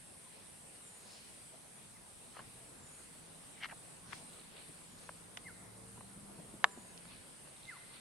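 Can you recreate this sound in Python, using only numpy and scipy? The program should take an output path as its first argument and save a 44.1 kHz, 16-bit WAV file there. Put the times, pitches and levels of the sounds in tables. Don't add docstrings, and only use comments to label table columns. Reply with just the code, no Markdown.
import sys
import numpy as np
from scipy import signal
from scipy.fft import rfft, irfft, next_fast_len
from scipy.io import wavfile
from scipy.ndimage import uniform_filter1d, map_coordinates

SR = 44100
rng = np.random.default_rng(int(sys.argv[2]) if len(sys.argv) > 2 else 0)


def put_to_file(sound):
    columns = np.atleast_2d(sound).T
    safe = np.clip(columns, -1, 1)
    whole_steps = np.round(safe * 32767)
    wavfile.write(sys.argv[1], SR, whole_steps.astype(np.int16))


N = 352830
TIME = np.arange(N) / SR
TOP_HZ = 16300

# time in seconds, level in dB.
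DRONE_LEVEL = [(0.0, -71), (0.4, -70.5), (0.89, -73.5), (2.2, -70.5), (2.45, -68), (4.14, -66),
               (4.86, -67.5), (6.42, -62.5), (7.17, -67.5), (8.0, -73.5)]
# frequency in Hz, relative density in dB per Hz.
INSECT_HISS = [(3000, -18), (6500, -14.5), (7300, -11), (8200, -4.5), (9100, -0.5), (10000, -4.5),
               (11000, -8), (11800, -13.5), (12600, -26.5), (15000, -32), (16000, -48.5)]


def amp(db):
    return np.exp(np.asarray(db) / 20 * np.log(10))


def unit(x):
    return x / np.sqrt(np.mean(x ** 2) + 1e-20)


def along(points, hz):
    f, v = np.transpose(points)
    return np.interp(np.log(hz + 1e-6), np.log(f), v)


def curves(rows, t=TIME):
    s, *cols = np.transpose(rows)
    return [np.interp(t, s, c) for c in cols]


def wobble(rate, count=12):
    knots = rng.standard_normal(int(N * rate / SR) + 4)
    steps = np.arange(len(knots) * count) / count
    return np.interp(TIME * rate, steps, map_coordinates(knots, [steps]))


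def add(track, s, sound):
    part = track[..., round(s * SR):][..., :sound.shape[-1]]
    part += sound[..., :part.shape[-1]]


def filtered(x, response):
    size = next_fast_len(N + SR // 4)
    spectrum = rfft(x, size) * response(np.fft.rfftfreq(size, 1 / SR))
    return irfft(spectrum, size)[..., :N]


def swell(t, peak, length, rise, edge_db):
    rise = np.clip(rise, .05, .95)
    distance = np.maximum((peak - t) / rise, (t - peak) / (1 - rise)) / length
    return amp(edge_db * distance)


def spread(count, apart):
    shared = rng.standard_normal(count)
    return shared + apart * rng.standard_normal((2, count))


def rush(spectrum, patchy_db):
    # frequency in Hz, left-right correlation from -1 to 1.
    likeness = [(60, 0.206), (120, 0.59), (240, 0.39), (480, 0.19), (950, 0.079), (1890, -0.014),
                (3770, 0.098), (7520, 0.24), (15000, -0.24)]
    z = signal.stft(rng.standard_normal((2, N)), nperseg=512)[2]
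    field = uniform_filter1d(rng.standard_normal(z.shape[1:]), size=6, axis=0)
    field = uniform_filter1d(field, size=14, axis=1)
    pair = signal.istft(z * amp(patchy_db * unit(field)))[1][:, :N]

    def mid_side(hz):
        turn = np.arccos(np.clip(along(likeness, hz), -1, 1)) / 2
        return amp(along(spectrum, hz)) * [np.cos(turn), np.sin(turn)]

    mid, side = filtered(pair, mid_side)
    return unit(np.array([mid + side, mid - side]))


def murmur(low_db=-64, low_follows=0.55, brush_db=-63, brush_follows=0.44):
    # frequency in Hz, relative density in dB per Hz.
    low_colour = [(15, -27), (40, -6), (80, -5), (170, -0.5), (230, -2.5), (300, -8), (420, -19),
                  (900, -58.5)]
    # frequency in Hz, relative density in dB per Hz.
    brush_colour = [(150, -13.5), (350, -1.5), (560, -1), (1000, -4.5), (1500, -10), (2200, -15),
                    (4500, -47)]
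    drone_db, = curves(DRONE_LEVEL)
    swell_db = drone_db - drone_db.mean()
    low_gain = amp(low_db + low_follows * swell_db + 0.77 * wobble(11.0))
    brush_gain = amp(brush_db + brush_follows * swell_db + 0.18 * wobble(10))
    return low_gain * rush(low_colour, patchy_db=1.04) + brush_gain * rush(brush_colour, patchy_db=2.1)


def vehicle(count=13, coasting_db=-22, exhaust_db_per_octave=6, whine_db_per_octave=9):
    # time in seconds, firing rate in Hz.
    engine_speed = [(2.1, 31), (2.85, 44), (3.3, 49), (4.3, 50.3), (4.9, 49), (5.4, 52.5), (6.2, 60.3),
                    (6.55, 59.5), (7.6, 41)]
    # frequency in Hz, gain in dB.
    pipe = [(55, -10.5), (80, -7), (118, 3.5), (170, -17), (260, -12), (400, -17), (460, -2.5),
            (540, -19.5)]
    cruise_hz, full_throttle_hz_per_s, throttle_lag_s = 50, 10, .3
    exhaust_db, whine_db = -.5, -3.5
    gear_ratio, unsteady = 10 / 3, .005
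    hz, = curves(engine_speed)
    drone_db, = curves(DRONE_LEVEL)
    gaining = uniform_filter1d(np.gradient(hz) * SR, size=int(throttle_lag_s * SR))
    throttle = np.clip(gaining / full_throttle_hz_per_s, 0, 1)
    octaves = np.log2(hz / cruise_hz)
    phase = 2 * np.pi * np.cumsum(hz * (1 + unsteady * wobble(14))) / SR
    exhaust = unit(sum(amp(along(pipe, k * hz)) * np.sin(k * phase) for k in range(1, count + 1)))
    throttle_db = coasting_db * (1 - throttle)
    exhaust *= amp(exhaust_db + throttle_db + exhaust_db_per_octave * octaves + 1.8 * wobble(3.9))
    whine = unit(np.sin(gear_ratio * phase))
    whine *= amp(whine_db + whine_db_per_octave * octaves + 1.97 * wobble(6.5))
    return amp(drone_db) * (exhaust + whine)


def undergrowth(crackle_db=-16, edge_db=-15, grit_db=-9, order=10):
    # frequency in Hz, relative density in dB per Hz.
    rustle_colour = [(700, -13), (1500, 0), (2300, 1.5), (4200, -1), (6000, -7.5), (9000, -23),
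                     (13000, -43.5)]
    # time in seconds, level in dB.
    rustle_level = [(0, -66), (5, -64.5), (5.7, -68), (6.5, -67), (7, -64.5), (8, -65)]
    # frequency in Hz, relative density in dB per Hz.
    swish_colour = [(500, -5), (1500, -6.5), (2500, -1), (3400, -5.5), (4200, -1), (6000, -5.5),
                    (9000, -16), (13000, -40)]
    # peak in seconds, length in seconds, level at the peak in dB before
    # muffling, frequency in Hz above which the bush muffles it.
    swishes = [(.35, 0.44, -63.5, 4500), (0.758, 0.05, -62, 6000), (1.164, 0.64, -60, 8000),
               (4.136, 0.18, -54, 9000), (4.373, 0.55, -61.5, 4400), (4.583, 0.23, -57.5, 4440),
               (5.02, 0.36, -62.5, 6500), (7.118, 0.21, -57.5, 4700), (7.713, 0.57, -60.5, 4530),
               (7.956, 0.15, -57.5, 4600)]
    swish_rise = 0.38
    crackle_rate, crackle_band_hz = 220, (2300, 4800)
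    ticks = (rng.random(N) < crackle_rate / SR) * spread(N, apart=0.29)
    crackle = unit(signal.lfilter(*signal.butter(2, crackle_band_hz, "bandpass", fs=SR), ticks))
    rustle_db, = curves(rustle_level)
    rustle = rush(rustle_colour, patchy_db=2.0) + amp(crackle_db) * crackle
    out = amp(rustle_db + 0.4 * wobble(6)) * rustle
    leaves = rush(swish_colour, patchy_db=1.0) + amp(grit_db) * crackle
    for peak, length, db, muffle_hz in swishes:
        muffle = signal.butter(order, min(muffle_hz, TOP_HZ), fs=SR, output="sos")
        muffled = signal.sosfilt(muffle, leaves)
        out += amp(db) * swell(TIME, peak, length, swish_rise, edge_db) * muffled
    return out


def phrasing(phrases, fade_s):
    effort, progress = np.zeros(N), np.zeros(N)
    for start, length, db in phrases:
        from_middle = TIME - start - length / 2
        gate = np.clip((length / 2 - np.abs(from_middle)) / fade_s + .5, 0, 1)
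        effort += amp(db) * gate
        progress = np.where(gate > 0, from_middle / length, progress)
    return effort, progress


def buzz(phrases, rate_hz, sag, tone_db, body_db, fade_s):
    # frequency in Hz, gain in dB.
    body = [(7200, -20), (7570, -11), (7660, -12), (7740, 0), (7870, -14), (8020, -5), (8240, 1),
            (8330, -5), (8410, -3), (8510, -4), (8620, -8), (8770, 3), (8900, -4), (9020, -5), (9150, 1),
            (9400, -9), (9530, -5), (9640, -10), (9760, -4), (10000, -13), (10180, -6), (10500, -18),
            (10850, -10), (11500, -26)]
    rasp_db, rasp_depth = -12, .9
    jitter, flutter_db, scatter_rad = .0013, 3, 1.0
    easing = .8
    effort, progress = phrasing(phrases, fade_s)
    rate = rate_hz * (1 - sag * (progress - easing * progress ** 2) + jitter * wobble(120))
    phase = 2 * np.pi * np.cumsum(rate) / SR
    tone = np.zeros(N)
    for k in range(int(body[0][0] / rate_hz), int(body[-1][0] / rate_hz)):
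        gain = amp(along(body, k * rate) + flutter_db * wobble(25))
        tone += gain * np.sin(k * phase + scatter_rad * wobble(40))
    rasp = amp(rasp_db) * rush(INSECT_HISS, patchy_db=1.5) + amp(body_db) * rush(body, patchy_db=0.5)
    pulsing = np.sqrt(1 + rasp_depth * np.cos(phase))
    return effort * (amp(tone_db) * unit(tone) + pulsing * rasp) * amp([[.3], [-.3]])


def insects(chorus_db=-59.0, fade_s=.062):
    # start in seconds, length in seconds, level in dB.
    trill_phrases = [(-.3, 0.64, -59.5), (.43, 0.62, -59), (6.691, 1.3, -62.5)]
    # start in seconds, length in seconds, level in dB.
    chirp_phrases = [(1.235, 0.301, -59), (1.65, 0.32, -62.5), (2.05, 0.3, -61), (2.44, 0.3151, -60),
                     (2.87, 0.35, -60), (3.29, 0.33, -61), (3.7, .28, -59), (4.12, .31, -58),
                     (4.55, 0.33, -59.5), (4.98, 0.27, -62), (5.41, 0.25, -60), (5.87, 0.37, -62),
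                     (6.36, 0.29, -62.5)]
    trills = buzz(trill_phrases, rate_hz=316.5, sag=.009, tone_db=-3.5, body_db=-14, fade_s=fade_s)
    chirps = buzz(chirp_phrases, rate_hz=325.5, sag=.036, tone_db=-5, body_db=-6, fade_s=fade_s)
    return trills + chirps + amp(chorus_db) * rush(INSECT_HISS, patchy_db=1.5)


def bird(note, calls, waver, flutter_db):
    out = np.zeros((2, N))
    waver_rate, release_s = 220, .012
    unsteady, flutter = 1 + waver * wobble(waver_rate), flutter_db * wobble(70)
    for start, db, speed, pitch, length in calls:
        now = (TIME > start) & (TIME < start + length)
        t = TIME[now] - start
        hz, level = curves(note, t * speed)
        release = np.minimum((length - t) / release_s, 1)
        phase = 2 * np.pi * np.cumsum(pitch * hz * unsteady[now]) / SR
        out[:, now] += release * amp(db + level + flutter[now]) * np.sin(phase)
    return out


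def birds():
    # time from its start in seconds, frequency in Hz, relative level in dB.
    thin_note = [(0, 7800, -9), (.025, 7560, -2), (.06, 7280, 0), (.11, 7020, 0), (.17, 6880, -4),
                 (.22, 6680, -2), (.27, 6590, -4), (.3, 6520, -18)]
    # time from its start in seconds, frequency in Hz, relative level in dB.
    low_note = [(0, 2100, -27), (.02, 2095, -9), (.037, 2060, 0), (.046, 1900, -1), (.061, 1520, -6),
                (.083, 1250, -15), (.1, 1130, -13), (.115, 900, -17), (.13, 860, -22)]
    # start in seconds, level in dB, speed factor, pitch factor, length in seconds.
    thin_calls = [(.81, -66, .95, 1, .315), (2.77, -65.5, 1, .995, .3), (4.79, -68.5, 1, 1, .3),
                  (6.65, -66.5, 1, 1, .3)]
    # start in seconds, level in dB, speed factor, pitch factor, length in seconds.
    low_calls = [(0.11, -64, 1.1, 0.56, .058), (.232, -63.5, 1, 0.5, .06), (1.938, -66, 1.2, 1, .045),
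                 (5.432, -48.5, 1, 1.02, .085), (7.66, -45.5, 1, 1, .135)]
    thin = bird(thin_note, thin_calls, waver=.005, flutter_db=3)
    return thin + bird(low_note, low_calls, waver=.008, flutter_db=2)


def grounded(x):
    echo_s, echo_db = .0029, -10
    out = x.copy()
    add(out, echo_s, amp(echo_db) * x)
    return out


def blurred(x):
    return x * unit(wobble(260))


def trees(x):
    # frequency in Hz, time to fall 60 dB in seconds.
    bush_decay = [(200, .8), (900, 2.5), (2000, 1.33), (3500, 0.65), (9000, 0.5)]
    hz, t, z = signal.stft(rng.standard_normal((2, SR)), SR, nperseg=256)
    tail = signal.istft(z * amp(-60 * t / along(bush_decay, hz)[:, None]), SR)[1]
    return signal.fftconvolve(x, tail / np.linalg.norm(tail[0]), axes=1)[:, :N]


def stalks(t60=0.011):
    # start in seconds, starting level in dB, pitch in Hz.
    stalk_ticks = [(4.396, -48, 4050), (7.566, -51, 3773), (7.633, -50, 4100), (7.654, -46, 3800),
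                   (7.681, -50, 3750), (7.942, -51, 4150)]
    out, t = np.zeros((2, N)), np.arange(SR // 20) / SR
    for s, db, pitch_hz in stalk_ticks:
        add(out, s, amp(db - 60 * t / t60) * np.sin(2 * np.pi * pitch_hz * t))
    return out


def pulse_of(spectrum, pitch_hz, size=2048):
    ratio = np.fft.rfftfreq(size, 1 / SR) / pitch_hz
    cepstrum = irfft(np.log(amp(along(spectrum, ratio))))
    cepstrum[1:size // 2] *= 2
    cepstrum[size // 2 + 1:] = 0
    dispersion = (1 - 1j * ratio) / (1 + 1j * ratio)
    pulse = irfft(np.exp(rfft(cepstrum)) * dispersion)
    return pulse[None] / np.abs(pulse).max()


def bursts(scatter_db=1.5, edge_db=-18):
    # multiple of its pitch, gain in dB.
    grain_colour = [(.1, -36), (.25, -20.5), (.38, -8.5), (.55, -13), (.66, -11), (.86, -2), (1.1, 3),
                    (1.22, -13), (1.5, -2.5), (1.85, -17), (3, -25), (5, -58)]
    # peak in seconds, length in seconds, level at the peak in dB, pitch in Hz.
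    burst_rows = [(1.139, 0.25, -59, 4800), (1.547, 0.08, -62, 597), (2.368, 0.052, -54, 1200),
                  (2.385, 0.13, -60.5, 2880), (2.398, 0.033, -52, 1100), (3.585, 0.077, -61.5, 2000),
                  (3.645, 0.067, -39.5, 2010), (3.699, 0.025, -50.5, 1800), (3.719, .03, -48, 1630),
                  (3.732, 0.016, -49.5, 780), (4.128, 0.086, -58, 1546), (4.698, 0.035, -55, 184),
                  (5.981, 0.043, -58.5, 890), (6.176, 0.043, -51.5, 183), (6.402, 0.053, -55, 610),
                  (6.402, 0.0392, -47, 175), (6.552, .045, -54, 180), (6.785, .035, -51, 172)]
    burst_rise = .64
    grain_rate = 3500
    out = np.zeros((2, N))
    for peak, length, db, pitch_hz in burst_rows:
        t = peak - burst_rise * length + np.arange(0, length, 1 / SR)
        grains = (rng.random(len(t)) < grain_rate / SR) * rng.choice([-1, 1], len(t))
        grains = grains * amp(scatter_db * spread(len(t), apart=1.0))
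        run = unit(signal.fftconvolve(grains, pulse_of(grain_colour, pitch_hz))[:, :len(t)])
        add(out, t[0], run * amp(db) * swell(t, peak, length, burst_rise, edge_db))
    return out * amp([[.8], [-.8]])


def cracks_and_thuds(splinter_t60=0.019, ground_s=0.001034, ground_db=-17, order=4):
    # time in seconds,
    # level in dB, pitch in Hz, splinter level in dB against the first impulse, left minus right in dB,
    # frequency in Hz above which leaves muffle it.
    impacts = [(2.368, -45.5, 696.3, 5, 5, 5000), (2.392, -45, 998, 6.5, 1, 5000),
               (2.405, -43.5, 790, -4, 5, 4000), (3.628, -43, 1900, -6, -3.5, 4000),
               (3.6362, -37, 2200, -3, 8, 4500), (3.644, -34, 1960, 4, 6, 5500),
               (3.6572, -33.5, 1600, 3, 1, 4000), (3.688, -46, 1900, 0, 2, 4000),
               (3.717, -47, 1350, 0, 3, 3200), (3.7245, -43, 810, 5, -3, 2500),
               (4.125, -38, 1560, 0, 5, 3000), (4.1304, -32.5, 1500, 2.5, 5, 3800),
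               (4.1332, -33.5, 1420, -5, 7, 2500), (4.692, -50.5, 260, 4, 3, 3000),
               (5.0912, -35, 1150, -9, 3, 2770), (5.093, -35.5, 950, -7, 1, 2220),
               (5.372, -35, 2550, 7, 2, 14150), (5.373, -47, 900, 7, 0, 3000),
               (6.009, -46, 785, -3, 3, 5000), (6.39, -44.5, 328, -10, 0, 4000),
               (6.539, -49, 262, 2, 0, 4000), (6.6426, -5.5, 1375, -8, -1.5, 16000),
               (6.6466, -29.5, 910, 4, 7, 4500), (6.775, -47, 303, -1, 5, 5000),
               (6.976, -50, 4215, 14, -1.5, 5980), (7.054, -50, 900, 0, 2, 3970),
               (7.344, -55, 585, 0, 4, 2500), (7.473, -51, 1093, 5.5, 5, 4024)]
    # multiple of its pitch, gain in dB.
    impact_colour = [(.05, -50), (.25, -25), (.48, -12.5), (.6, -1), (.75, 0.5), (.92, -3.5), (1.2, 2),
                     (1.5, -4), (1.75, -11.5), (2.3, -8.5), (2.9, -13.5), (3.5, -18), (4.4, -32),
                     (5.2, -21), (6.2, -39), (11, -42)]
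    # frequency in Hz, level in dB against the row's own level, time to
    # fall 60 dB in seconds.
    ring_modes = [(440, -58, 0.38), (608, -45, 0.13), (783, -49.5, 0.29), (990, -55, 1.24),
                  (1125, -45, 0.13), (1290, -36, 0.074), (1669, -55.5, 0.53), (3009, -67, 0.35)]
    ear_lag_s = .000024
    out, t = np.zeros((2, N)), np.arange(SR // 2) / SR
    ring = sum(amp(level - 60 * t / t60) * np.sin(2 * np.pi * hz * t) for hz, level, t60 in ring_modes)
    for s, db, pitch_hz, splinter_db, pan_db, muffle_hz in impacts:
        force = spread(len(t), apart=1.0) * amp(-60 * t / splinter_t60)
        force *= amp(splinter_db) / np.linalg.norm(force[0])
        force[:, 0] += 1
        force[:, round(ground_s * SR)] += amp(ground_db)
        impact = signal.fftconvolve(force, pulse_of(impact_colour, pitch_hz))[:, :len(t)]
        impact = signal.lfilter(*signal.butter(order, min(muffle_hz, TOP_HZ), fs=SR), impact)
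        for ear, side in enumerate((1, -1)):
            arrival = s - side * np.tanh(pan_db) * ear_lag_s
            add(out[ear], arrival, amp(db + side * pan_db / 2) * (impact[ear] + ring))
    return out


def scene():
    near, calls = cracks_and_thuds() + bursts() + stalks(), birds()
    scattered = trees(amp(-35) * near + amp(-6.5) * blurred(calls))
    background = murmur() + vehicle() + undergrowth() + insects()
    return background + grounded(calls) + scattered + near


def record(dry):
    ceiling, hardness = .4, 8
    held = dry / (1 + np.abs(dry / ceiling) ** hardness) ** (1 / hardness)
    return filtered(held, lambda hz: hz < TOP_HZ)


dry = scene()
out = record(dry)
put_to_file(out)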